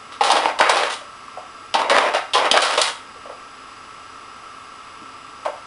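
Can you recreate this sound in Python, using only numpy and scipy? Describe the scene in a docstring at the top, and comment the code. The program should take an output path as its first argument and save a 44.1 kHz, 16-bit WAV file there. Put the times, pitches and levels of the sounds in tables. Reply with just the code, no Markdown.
"""A small carpeted room, heard close up on a camera's microphone; the camera's motor whines throughout.
A dog works a round, hard plastic puzzle toy in two busy spells, up to 0.9 s and from 1.7 to 2.9 s.
Paw and nose knock the hollow tray and drag the sliders, which rasp in their tracks and snap against
their stops; pegs clack on the shell, and dull low thumps sound under some of the loud knocks.
A few soft nudges follow just after 3 s, then a faint thump at 5 s and a last nudge near 5.5 s."""
import sys
import numpy as np
from scipy import signal
from scipy.fft import rfft, irfft
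from scipy.io import wavfile

SR = 44100
rng = np.random.default_rng(int(sys.argv[2]) if len(sys.argv) > 2 else 0)


def store_wav(level_fs):
    """Save 16-bit WAV to argv[1]."""
    pcm = np.round(np.clip(np.atleast_2d(level_fs), -1, 1) * 32767)
    wavfile.write(sys.argv[1], SR, pcm.T.astype(np.int16))


N = 249606
TIME = np.arange(N) / SR

# the toy's four registers (body, shell, rim, edge): low_hz, high_hz, slide_share_db
REGISTERS = [(229, 1490, -2), (1200, 2440, -1), (2730, 5750, -11), (6130, 10730, -21)]
BODY, SHELL, RIM = range(3)


def from_db(db):
    return 10 ** (np.asarray(db) / 20)


def rms_one(x):
    return x / np.sqrt(np.mean(x ** 2) + 1e-20)


def at_hz(points, hz):
    """Reads a table on a log-frequency axis."""
    points = np.array(points)
    return np.interp(np.log(np.maximum(hz, 1)), np.log(points[:, 0]), points[:, 1])


def band(x, low, high):
    """Causal band-pass."""
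    return signal.sosfilt(signal.butter(3, [low, high], "band", fs=SR, output="sos"), x + 1e-18)


def resonance(x, hz, width_hz):
    """Two-pole resonance with gain 1 at its peak."""
    radius = np.exp(-np.pi * width_hz / SR)
    feedback = [1, -2 * radius * np.cos(2 * np.pi * hz / SR), radius ** 2]
    return signal.lfilter(np.array([1, 0, -1]) * (1 - radius ** 2) / 2, feedback, x)


def pulse_of(spectrum, size=8192):
    """The shortest causal pulse that has this spectrum."""
    gains = from_db(at_hz(spectrum, np.linspace(0, SR / 2, size // 2 + 1)))
    cepstrum = irfft(np.log(gains))
    cepstrum[1:size // 2] *= 2
    cepstrum[size // 2 + 1:] = 0
    return irfft(np.exp(rfft(cepstrum)))


def grains(size, per_s, spread_db):
    """Tiny contacts at random moments, of uneven strength."""
    born = rng.random(size) < per_s / SR
    signs = rng.choice([-1, 1], size)
    return born * signs * from_db(spread_db * np.minimum(rng.exponential(1, size), 4))


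def hiss(level_db):
    """Steady noise floor of room and camera."""
    # colour of the hiss: frequency_hz, density_db
    spectrum = [(20, -5.5), (45, -2), (180, -3.5), (260, 2), (480, -1), (1000, 4), (1450, 0.5),
                (2400, -2.5), (3300, -5.5), (4300, -10), (7000, -14), (9400, -17.5), (10400, -12),
                (11000, -35)]
    return from_db(level_db) * rms_one(signal.fftconvolve(rng.standard_normal(N), pulse_of(spectrum))[:N])


def camera(whine_db, flutter, hum_hz, hum_db):
    """Right at the microphone: motor noise in the case, a whine wavering with its speed, mains hum."""
    # resonances of the camera case: centre_hz, width_hz, level_db
    case_modes = [(1148, 158, -45.5), (1298, 84, -49.5), (2800, 380, -55.5), (4940, 640, -57)]
    # tones of the motor: pitch_hz, level_db
    motor_tones = [(263.8, -59.5), (441.4, -59.5), (1179, -50.5), (1292, -49.5), (1319, -50.5), (1351, -48),
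                   (1577, -68), (1604, -55), (1863, -68), (1895, -61.5), (2121, -62), (2153, -63.5),
                   (2180, -61), (2439, -84), (2466, -62), (2579, -59.5), (2724, -69.5), (3262, -70.5),
                   (3521, -62.5), (3806, -67.5), (4409, -68.5), (4969, -67), (5862, -63.5), (7854, -63.5)]
    case = 0
    for hz, width_hz, db in case_modes:
        ringing = resonance(rng.standard_normal(N), hz, width_hz)
        case += from_db(db) * rms_one(resonance(ringing, hz, width_hz))
    drift = np.interp(TIME * 12, np.arange(200), rng.standard_normal(200))   # 12 new speeds a second
    motor_time = TIME + flutter * np.cumsum(drift) / SR
    whine = sum(from_db(db + whine_db) * np.sin(2 * np.pi * (hz * motor_time + rng.random()))
                for hz, db in motor_tones)
    hum = from_db(hum_db) * np.sin(2 * np.pi * hum_hz * TIME)
    return case + np.sqrt(2) * (whine + hum)


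def room(direct, wet_db, build_s, size=26000):
    """Behind the direct sound, dense reflections from near walls build quickly and die band by band."""
    # decay of the room: frequency_hz, t60_s
    decay_times = [(200, 0.26), (700, 0.35), (2000, 0.42), (5000, 0.3), (11000, 0.37)]
    t, edges_hz = np.arange(size) / SR, np.geomspace(120, 13000, 9)
    tail = 0
    for low, high in zip(edges_hz, edges_hz[1:]):
        t60 = at_hz(decay_times, np.sqrt(low * high))
        tail += band(rng.standard_normal(size), low, high) * from_db(-60 * t / t60)
    tail *= 1 - np.exp(-(t / build_s) ** 2)
    return direct + from_db(wet_db) * signal.fftconvolve(direct, tail / np.linalg.norm(tail))[:N]


def low_thumps(low_hz, high_hz, decay_s, size=8820, onset_samples=880):
    """Dull, quickly dying low thumps under some of the loud knocks, and a faint one alone at 5 s."""
    # low thumps: start_s, level_db
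    thumps = [(0.209, -43), (0.327, -33), (0.366, -37), (1.742, -37), (1.899, -35), (1.945, -31),
              (1.972, -40), (2.512, -35), (2.575, -41), (5.013, -43.5)]
    out, t = np.zeros(N + size), np.arange(size) / SR
    for start_s, db in thumps:
        thump = band(rng.standard_normal(size) * np.exp(-t / decay_s), low_hz, high_hz)
        at = int(start_s * SR)
        out[at:at + size] += from_db(db) * thump / np.std(thump[:onset_samples])
    return out[:N]


def toy_response(ring_db):
    """One tap on the toy: a dry crack plus the ringing tray, split into the four registers."""
    # broad colour of the plastic: frequency_hz, level_db
    plastic = [(150, -13.5), (250, -15), (370, -6), (500, 3), (900, 2), (1400, -5.5), (2200, -11.5),
               (3300, -7.5), (5000, -12.5), (6500, -21), (10000, -20.5), (11500, -33.5)]
    # modes of the hollow tray: pitch_hz, level_db, t60_s
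    tray_modes = [(247, 7.5, 0.11), (315, 2.5, 0.054), (510, -21, 0.25), (528, 3.5, 0.18),
                  (584.2, 5.5, 0.11), (667, 1, 0.021), (770, -4, 0.028), (818, -9, 0.063), (918, 3, 0.032),
                  (885, -24, 0.086), (1026, 9, 0.24), (1100, 8.5, 0.039), (1287, 4.5, 0.021),
                  (1440, -16, 0.058), (1568, 3.5, 0.077), (1670, -27, 0.14), (1945, -4.5, 0.12),
                  (1940, -2, 0.019), (2196, -3, 0.46), (2380, -9, 0.054), (2800, 3, 0.05), (3310, -14, 0.1),
                  (3340, -4, .08), (3820, 8, 0.094), (4760, -10, 0.04), (5030, -26, 0.092)]
    crack = pulse_of(plastic)
    rings = sum(from_db(db) * resonance(crack, hz, np.log(1000) / (np.pi * t60))
                for hz, db, t60 in tray_modes)
    return [band(crack + from_db(ring_db) * rings, low, high) for low, high, _ in REGISTERS]


def stroke(start_s, length_s, attack_s=0.0041, sag_db_per_s=15.5, release_s=0.025):
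    """Envelope of one push: the slider breaks loose at once, the push eases, it coasts to rest."""
    t = np.maximum(TIME - start_s, 0)
    attack = np.minimum(t / attack_s, 1)
    release = np.exp(-np.maximum(t - length_s, 0) / release_s)
    return attack * from_db(-sag_db_per_s * t) * release


def slider_rasp(response, level_db, neutral_brightness_db):
    """Sliders stick and slip in their tracks; a quicker stroke is brighter."""
    # strokes of the sliders: start_s, length_s, pressure_db, brightness_db, shell_bite_db
    strokes = [(0.243, 0.25, -14, -10.5, -1), (0.602, 0.11, -14, -10, 3.5), (0.696, 0.17, -14, -8.5, -1.5),
               (0.897, 0.041, -24.5, 0.5, -7), (1.767, 0.15, -20.5, -16.5, 1), (1.9, .19, -11.5, -12.5, 0),
               (2.142, 0.029, -20, -6, 5.5), (2.354, 0.12, -13.5, -13, 0), (2.531, 0.033, -11.5, -10.5, 1),
               (2.619, 0.13, -14.5, -5.5, -1.5), (2.778, .11, -19, -1, -1)]
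    tilt = np.array([-0.61, 0.26, 1.05, 1.42])   # dB in each register per dB of brightness
    shares_db = np.array([share_db for _, _, share_db in REGISTERS])
    power = 0
    for start_s, length_s, db, brightness_db, bite_db in strokes:
        levels_db = db + level_db + shares_db + tilt * (brightness_db - neutral_brightness_db)
        levels_db[SHELL] += bite_db
        power += np.outer(from_db(levels_db), stroke(start_s, length_s)) ** 2
    slips = rms_one(grains(N, per_s=1600, spread_db=2.0))
    return sum(signal.fftconvolve(slips * pressure, register / np.linalg.norm(register))[:N]
               for register, pressure in zip(response, np.sqrt(power)))


def soft_nudges(chatter_s=0.013, ring_db=20, q=7.1):
    """Contacts so gentle that they only set the tray ringing."""
    # nudges: start_s, strength_db, panel_hz
    nudges = [(0.558, -38, 955), (1.01, -40, 580), (1.28, -36, 1140), (1.372, -28.5, 634),
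              (3.155, -43, 504), (3.255, -36, 526), (3.293, -31.5, 533), (3.322, -41, 580),
              (5.457, -21, 894), (5.46, -18.5, 638), (5.476, -22.5, 595)]
    colour_db = np.array([0, -11.5, -38, -30])
    for start_s, db, panel_hz in nudges:
        yield start_s, db + colour_db, chatter_s, (BODY, panel_hz, ring_db, q)


def peg_clacks(peg_hz=1670, ring_db=-3, q=2.6):
    """Contacts of the pegs on the shell, with a broad midrange ring."""
    # clacks: start_s, strength_db, chatter_s
    clacks = [(0.6097, -13, 0.0036), (0.832, -21.5, .018), (0.902, -27.5, 0.012), (1.943, -20.5, 0.048),
              (1.9658, -18.5, 0.0009), (1.9839, -14.5, 0.0037), (2.455, -21, .013), (2.5749, -12.5, 0.0017)]
    colour_db = np.array([-4, 1.5, -7.5, -17])
    for start_s, db, chatter_s in clacks:
        yield start_s, db + colour_db, chatter_s, (SHELL, peg_hz, ring_db, q)


def slider_snaps(usual_rim_hz=3150, edge_db_per_octave=18.5, ring_db=-1, q=7.3):
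    """Contacts of the sliders with their stops ring the rim; a higher snap has more edge."""
    # snaps: start_s, strength_db, chatter_s, rim_hz
    snaps = [(0.2381, -27, 0.075, 4450), (0.302, -19.5, 0.0071, 3250), (0.316, -20, 0.0048, 4450),
             (0.6947, -21.5, 0.0058, 4830), (1.7405, -20, 0.012, 3100), (2.3345, -17.5, 0.024, 3240),
             (2.5135, -10.5, 0.0047, 3450), (2.606, -28.5, .006, 4080), (2.619, -21, 0.028, 4180),
             (2.8158, -15, 0.0056, 4500)]
    for start_s, db, chatter_s, rim_hz in snaps:
        edge_db = edge_db_per_octave * np.log2(rim_hz / usual_rim_hz)
        colour_db = np.array([-11.5, -10, 0.5, -13.5 + edge_db])
        yield start_s, db + colour_db, chatter_s, (RIM, rim_hz, ring_db, q)


def tray_knocks(ring_db=9, q=6.4):
    """Contacts of paw and nose with the tray; a harder knock favours the upper registers."""
    # knocks: start_s, strength_db, hardness_db, chatter_s, panel_hz
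    knocks = [(0.122, -35, 6, .03, 1120), (0.2089, -12, -7.5, 0.011, 790), (0.2144, -19, 2, 0.025, 1030),
              (0.2362, -23, 12, 0.0044, 950), (0.302, -16, -10, 0.031, 810),
              (0.3226, -14.5, 1, 0.0054, 890), (0.354, -16.5, 1.5, 0.022, 720), (0.366, -19, 5, 0.017, 640),
              (0.4567, -13, -7.5, 0.0018, 865), (0.589, -22.5, 11.5, 0.02, 650),
              (0.601, -19.5, -20.5, 0.005, 905), (0.6945, -9.5, -2, 0.0032, 1110),
              (0.768, -15, 3, 0.016, 800), (1.7409, -17, 2, 0.016, 830), (1.751, -14, -2.5, 0.016, 824),
              (1.791, -18, -0.5, 0.022, 855), (1.817, -17, -4, 0.0048, 1090), (1.897, -14, 7, 0.015, 1080),
              (1.919, -22, -5, 0.015, 540), (1.976, -17.5, -1, 0.0045, 550), (2.138, -20.5, 2, 0.0092, 660),
              (2.147, -15, -1.5, 0.0081, 606), (2.166, -20.5, -2, 0.012, 730),
              (2.343, -18.5, 3.5, 0.036, 880), (2.353, -13, -3.5, 0.0063, 1020),
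              (2.381, -20.5, 5.5, .008, 734), (2.533, -25, -7, .018, 810), (2.565, -11.5, -1, 0.015, 704),
              (2.629, -26, -3, 0.006, 550), (2.776, -12.5, 3.5, 0.016, 600), (5.452, -26.5, -2, 0.012, 905)]
    # gain per dB of hardness: body_db, shell_db, rim_db, edge_db
    hardness_tilt = [-0.44, 0.52, .8, 1]
    colour_db = np.array([-1.5, -6, -10.5, -22])
    for start_s, db, hardness_db, chatter_s, panel_hz in knocks:
        levels_db = db + colour_db + hardness_db * np.array(hardness_tilt)
        yield start_s, levels_db, chatter_s, (BODY, panel_hz, ring_db, q)


def strike_toy(response, contacts, first_touch_db, level_db, size=11025, onset_samples=530):
    """Each contact drives the four registers with one firm touch and a dying chatter of loose parts."""
    out, t = np.zeros(N + size), np.arange(size) / SR
    for start_s, levels_db, chatter_s, (struck, ring_hz, ring_db, q) in contacts:
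        force = grains(size, per_s=2200, spread_db=1.0) * np.exp(-t / max(chatter_s, 1e-3))
        force /= np.sqrt(np.sum(force ** 2) + 1e-20)
        force[0] += from_db(first_touch_db) * np.exp(-chatter_s / 0.022)   # a slow shove starts softly
        hits = [signal.fftconvolve(force, register)[:size] for register in response]
        # the part under the contact adds its own ring
        hits[struck] += from_db(ring_db) * resonance(hits[struck], ring_hz, ring_hz / q)
        at = int(start_s * SR)
        for hit, db in zip(hits, levels_db):
            out[at:at + size] += from_db(db + level_db) * hit / np.std(hit[:onset_samples])
    return out[:N]


def scene():
    """The toy close by in the small room, over the hiss and the camera's own noise, in mono."""
    response = toy_response(ring_db=-7.0)
    contacts = [*tray_knocks(), *peg_clacks(), *slider_snaps(), *soft_nudges()]
    hits = strike_toy(response, contacts, first_touch_db=-5.5, level_db=-1.0)
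    rasp = slider_rasp(response, level_db=-6.0, neutral_brightness_db=-9.5)
    thumps = low_thumps(low_hz=230, high_hz=343, decay_s=0.0092)
    toy = room(hits + rasp + thumps, wet_db=-8.0, build_s=0.0046)
    background = hiss(level_db=-44.5) + camera(whine_db=-2.0, flutter=0.0005, hum_hz=100, hum_db=-65)
    return (toy + background)[None]


def record(dry):
    """The sharpest peaks overload the microphone input and are rounded off; the top treble is cut."""
    ceiling, cutoff_hz = 0.85, 11100
    clipped = dry / (1 + (dry / ceiling) ** 8) ** (1 / 8)
    return signal.sosfiltfilt(signal.ellip(8, .1, 45, cutoff_hz, fs=SR, output="sos"), clipped)


dry = scene()
out = record(dry)
store_wav(out)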